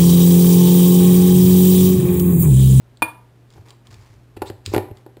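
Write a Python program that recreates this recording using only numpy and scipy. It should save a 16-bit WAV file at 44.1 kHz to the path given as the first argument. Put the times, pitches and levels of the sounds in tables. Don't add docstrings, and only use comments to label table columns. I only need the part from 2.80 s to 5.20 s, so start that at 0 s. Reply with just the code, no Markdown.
import sys
import numpy as np
from scipy import signal
from scipy.fft import rfft, irfft
from scipy.io import wavfile
from scipy.ndimage import uniform_filter1d

SR = 44100
rng = np.random.default_rng(int(sys.argv[2]) if len(sys.argv) > 2 else 0)


def ratio_of_db(decibels):
    return 10 ** (np.asarray(decibels, float) / 20)


def unload_wav(signal):
    wavfile.write(
        sys.argv[1],
        SR,
        np.round(np.clip(np.atleast_2d(signal).T, -1, 1) * 32767).astype(np.int16),
    )


N = 105840

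# hz, level_db (per Hz)
HISS_COLOUR = [(25, -3.5), (60, 6.5), (90, -1.5), (160, -2), (380, -4), (500, -9.5), (1500, -18.5),
               (6000, -28)]
# hz, t60_s
ROOM_DECAY = [(150, 0.2), (500, 0.41), (1000, 0.39), (2500, 0.34), (5000, .3)]
# start_s, length_s, level_db, dullness (0 bright to 1 dull)
RUB_STROKES = [(0, 0.6, -70, 1), (0.701, 0.17, -54, 0.41), (0.854, 0.11, -46.5, 0.58),
               (0.887, 0.025, -50, 0), (1.05, 0.079, -53.5, 0.5), (1.105, 0.072, -44, 0.26),
               (1.16, 0.24, -49.5, 0.36), (1.334, 0.18, -65.5, 0.42), (1.659, 0.068, -45, 0.5),
               (1.849, 0.17, -43, 0.17), (1.923, 0.033, -35.5, 0.2), (1.936, 0.031, -32.5, 0.84),
               (2.151, 0.087, -53.5, 0.63)]
# hz, level_db
BRIGHT_RUB = [(300, -19), (1300, -9.5), (3400, -8.5), (4700, -2), (6000, -2.5)]
# hz, level_db
DULL_RUB = [(100, -6.5), (400, 4.5), (650, -5.5), (1000, 2.5), (1400, -8), (2200, -6), (6000, -36.5)]
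# start_s, length_s, level_db
DESK_PRESSES = [(0.764, 0.096, -41), (1.09, 0.19, -42.5), (1.287, 0.18, -46.5), (1.57, .17, -47),
                (1.859, 0.12, -33.5), (2.103, 0.042, -36)]
# pitch_hz, level_db, t60_s
DESK_MODES = [(74.3, 12.5, 0.05), (99.7, 9.5, 0.21), (189, -13.5, 0.09)]
# start_s, level_db
CAP_LANDINGS = [
    (.2212, -8),
    (.2254, -8),
    (.2855, -40),
]
# pitch_hz, level_db, t60_s
CAP_MODES = [(325.7, -1.5, .1), (630, -6.5, .08), (773, -16.5, 0.016), (883, 7, 0.022), (966, 2, 0.037),
             (1095, 1.5, 0.022), (1350, -9.5, 0.024), (1673, -18.5, .025), (2100, -32.5, 0.06),
             (3500, -12, .06), (4570, -31, 0.02)]
# start_s, level_db, rise_s
RIM_STRIKES = [
    (.2212, -17, .0005),
    (.2249, -10.5, .001),
    (.2816, -24, .01),
    (.3432, -43, .01),
    (.3846, -50, .01),
]
# pitch_hz, level_db, t60_s
RIM_MODES = [
    (2434, 0, .035),
    (2434, -4, .115),
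]
# start_s, length_s, from_hz, to_hz, width_hz, level_db
MOUNT_SLIDE = (1.66, .045, 3300, 5200, 1500, -43)
# start_s, body_db, hardness_db (per octave), snap_db, desk_db
LENS_KNOCKS = [(0.759, -40, 3, -64, -36), (0.778, -37, 8, -62, -32.5), (1.566, -34, 7.5, -44.5, -23),
               (1.5698, -23, -6, -37.5, -22), (1.575, -41, 17, -39.5, -62), (1.6190, -11, 4, -27, -25.5),
               (1.6225, -25.5, 13, -25, -28), (1.644, -33, -2, -63, -29), (1.7, -18, -4.5, -32.5, -21),
               (1.875, -25.5, -11.5, -40, -34), (1.918, -25.5, -3, -56, -46),
               (1.9370, -5.5, -2.5, -20.5, -19), (1.9466, -12.5, 5.5, -17, -19),
               (1.9522, -20.5, 20.5, -32, -38), (1.9626, -4.5, -1, -17.5, -9), (1.9793, -5.5, 1, -20, -47),
               (2.086, -33, 0, -68, -58), (2.105, -42, -11.5, -68, -27), (2.112, -26, -6, -45, -32),
               (2.2629, -28.5, 1, -47, -72), (2.288, -40.5, -0.5, -72, -71), (2.3691, -31, -1.5, -44, -68)]
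# pitch_hz, level_db, t60_s
BODY_MODES = [(261, -5, 0.028), (343.2, 4, 0.072), (388.4, 7.5, 0.0536), (498, -4.5, 0.11),
              (569.5, -5.5, 0.084), (760, -4, 0.056), (792, -5, 0.064), (850, -7, 0.069), (967, -9, 0.075),
              (1147, -13, 0.034), (1408, -7, 0.023)]
# hz, level_db
SNAP_COLOUR = [(200, -40), (900, -4.5), (1800, 5), (3300, -1), (4700, -1.5), (6000, -17.5)]
# start_s, level_db
DRY_TICKS = [(0.172, -41), (0.7034, -42.5), (0.7255, -42.5), (0.7366, -45), (0.8633, -62), (0.8853, -40.5),
             (0.9057, -35), (1.0702, -37), (1.1095, -48), (1.1422, -34), (1.657, -37), (1.854, -42.5),
             (1.861, -13), (2.1711, -40)]
# hz, level_db
TICK_COLOUR = [(200, -44), (1100, -29), (1700, -14.5), (2400, -13), (3400, -3.5), (4000, -6), (4750, -4),
               (6000, -15.5)]

HISS_DB, HUM_DB, HUM_LOW_DB = -54.5, -50.5, -63
HUM_HZ, HUM_WAVER = 120, .1
ROOM_DB, RIM_ROOM_DB = -10.5, -22
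SLIPS_PER_S, SLIP_SPREAD_DB, SLIP_BED = 900, 3.5, .6
CAP_CRACK_DB, CAP_THUMP_DB = -13, -26
CONTACT_S, SOFTER_S_PER_DB = .0005, .00015
SCATTER_DB, DESK_RISE_S = 1.5, .008
SNAP_T60_S, TICK_T60_S, TICKS_DB = .013, .013, -1.5
BODY_CUT_HZ = 280
HOLD_HZ, FINE_HZ = 12000, 48000
LOW_CUT_HZ, EDGE_HZ, TOP_HZ = 35, 5600, 15320


def evened(x):
    return x / np.sqrt(np.mean(x ** 2) + 1e-20)


def read(points, hz):
    f, value = np.transpose(points)
    return np.interp(np.log(hz + 1), np.log(f + 1), value)


def coloured(x, points):
    gain = ratio_of_db(read(points, np.fft.rfftfreq(len(x), 1 / SR)))
    return irfft(rfft(x) * gain, len(x))


def add(mix, start_s, sound):
    part = mix[round(start_s * SR):][:len(sound)]
    part += sound[:len(part)]


def ring(modes, scatter_db=0, tilt_db=0, rise_s=.0001):
    t = np.arange(SR // 3)[:, None] / SR
    hz, db, t60 = np.transpose(modes)
    scatter = scatter_db * rng.standard_normal(len(hz))
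    tilt = tilt_db * np.log2(hz / hz[1])
    gain = ratio_of_db(db + scatter + tilt)
    decay = ratio_of_db(-60 * t / t60)
    waves = gain * decay * np.sin(2 * np.pi * hz * t) * (1 - np.exp(-t / rise_s))
    return waves.sum(1) / np.linalg.norm(gain)


def crack(t60_s, colour):
    t = np.arange(2048) / SR
    noise = evened(coloured(rng.standard_normal(2048), colour))
    return noise * ratio_of_db(-60 * t / t60_s) * (1 - np.exp(-t / 0.00025))


def swell(length_s):
    u = np.arange(round(length_s * SR)) / (length_s * SR)
    return np.sin(np.pi * u ** 0.51)


def background():
    t = np.arange(N) / SR
    waver = 1 + HUM_WAVER * evened(uniform_filter1d(rng.standard_normal(N), size=3000))
    hum = ratio_of_db(HUM_DB) * waver * np.sin(2 * np.pi * HUM_HZ * t)
    hum += ratio_of_db(HUM_LOW_DB) * np.sin(np.pi * HUM_HZ * t)
    hiss = evened(coloured(rng.standard_normal(N), HISS_COLOUR))
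    return np.sqrt(2) * hum + ratio_of_db(HISS_DB) * hiss


def room(x):
    taps = np.zeros(SR // 2)
    at = np.arange(200, SR // 2 - 20, 20)
    taps[at + rng.integers(0, 20, len(at))] = rng.choice([-1., 1.], len(at))
    hz, t, bands = signal.stft(taps, SR, nperseg=256)
    decay = ratio_of_db(-60 * t / read(ROOM_DECAY, hz)[:, None])
    tail = signal.istft(bands * decay, SR, nperseg=256)[1]
    return signal.fftconvolve(x, tail / np.linalg.norm(tail))[:N]


def hands():
    struck = rng.random(N) < SLIPS_PER_S / SR
    grains = struck * ratio_of_db(SLIP_SPREAD_DB * np.minimum(rng.exponential(1, N), 2))
    roughness = evened(signal.oaconvolve(grains, np.exp(-np.arange(200) / 40))[:N])
    slips = rng.standard_normal(N) * (SLIP_BED + roughness)
    bright = evened(coloured(slips, BRIGHT_RUB))
    dull = evened(coloured(slips, DULL_RUB))
    rubs = np.zeros(N)
    for start_s, length_s, db, dullness in RUB_STROKES:
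        shape, share = swell(length_s), np.clip(dullness, 0, 1)
        texture = (1 - share) * bright + share * dull
        add(rubs, start_s, ratio_of_db(db) * shape * texture[round(start_s * SR):][:len(shape)])
    pushes = np.zeros(N)
    for start_s, length_s, db in DESK_PRESSES:
        add(pushes, start_s, ratio_of_db(db) * swell(length_s))
    low = evened(signal.oaconvolve(rng.standard_normal(N), ring(DESK_MODES))[:N])
    return rubs, pushes * low


def cap():
    clack, rim = np.zeros(N), np.zeros(N)
    for start_s, db in CAP_LANDINGS:
        add(clack, start_s, ratio_of_db(db) * ring(CAP_MODES))
        add(clack, start_s, ratio_of_db(db + CAP_CRACK_DB) * crack(0.025, SNAP_COLOUR))
    for start_s, db, rise_s in RIM_STRIKES:
        add(rim, start_s, ratio_of_db(db) * ring(RIM_MODES, rise_s=rise_s))
    return clack, rim


def slide():
    start_s, length_s, from_hz, to_hz, width_hz, db = MOUNT_SLIDE
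    shape = swell(length_s)
    phase = 2 * np.pi * np.cumsum(np.linspace(from_hz, to_hz, len(shape))) / SR
    pole = np.exp(-np.pi * width_hz / SR)
    slow = signal.lfilter([1], [1, -2 * pole, pole ** 2], rng.standard_normal((2, len(shape))))
    squeak = evened(slow[0] * np.cos(phase) + slow[1] * np.sin(phase))
    out = np.zeros(N)
    add(out, start_s, ratio_of_db(db) * shape * squeak)
    return out


def camera():
    knocks, desk = np.zeros(N), np.zeros(N)
    for start_s, body_db, hard_db, snap_db, desk_db in LENS_KNOCKS:
        touch = np.hanning(round(SR * (CONTACT_S + SOFTER_S_PER_DB * max(-hard_db, 0))))
        body = np.convolve(ring(BODY_MODES, SCATTER_DB, hard_db, CONTACT_S), touch / touch.sum())
        add(knocks, start_s, ratio_of_db(body_db) * body)
        add(knocks, start_s, ratio_of_db(snap_db) * crack(SNAP_T60_S, SNAP_COLOUR))
        add(desk, start_s, ratio_of_db(desk_db) * ring(DESK_MODES, SCATTER_DB, rise_s=DESK_RISE_S))
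    for start_s, db in DRY_TICKS:
        add(knocks, start_s, ratio_of_db(db + TICKS_DB) * crack(TICK_T60_S, TICK_COLOUR))
    add(desk, CAP_LANDINGS[0][0], ratio_of_db(CAP_THUMP_DB) * ring(DESK_MODES, rise_s=DESK_RISE_S))
    return knocks + slide(), desk


def scene():
    rubs, pushes = hands()
    clack, rim = cap()
    knocks, desk = camera()
    no_bass = signal.butter(2, BODY_CUT_HZ, "high", fs=SR, output="sos")
    near = signal.sosfilt(no_bass, clack + knocks + rubs)
    wet = ratio_of_db(ROOM_DB) * room(near + ratio_of_db(RIM_ROOM_DB) * rim)
    return (near + rim + wet + desk + pushes + background())[None]


def low_pass(x):
    return signal.sosfilt(signal.butter(12, 16470, fs=SR, output="sos"), x)


def record(dry):
    hz, t = np.fft.rfftfreq(N, 1 / SR), np.arange(N) / SR
    low_cut = hz ** 2 / (hz ** 2 + LOW_CUT_HZ ** 2)
    skirt = np.cos(np.pi / 2 * np.clip((hz - EDGE_HZ) / (HOLD_HZ - 2 * EDGE_HZ), 0, 1))
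    narrow = irfft(rfft(dry) * low_cut * skirt, N)
    mirrored = narrow * (1 + 2 * np.cos(2 * np.pi * HOLD_HZ * t))
    hold = np.sinc(hz / HOLD_HZ) / np.sinc(hz / FINE_HZ)
    top_cut = 1 / np.sqrt(1 + (hz / TOP_HZ) ** 90)
    return low_pass(irfft(rfft(mirrored) * hold * top_cut, N))


dry = scene()
out = record(dry)
unload_wav(out)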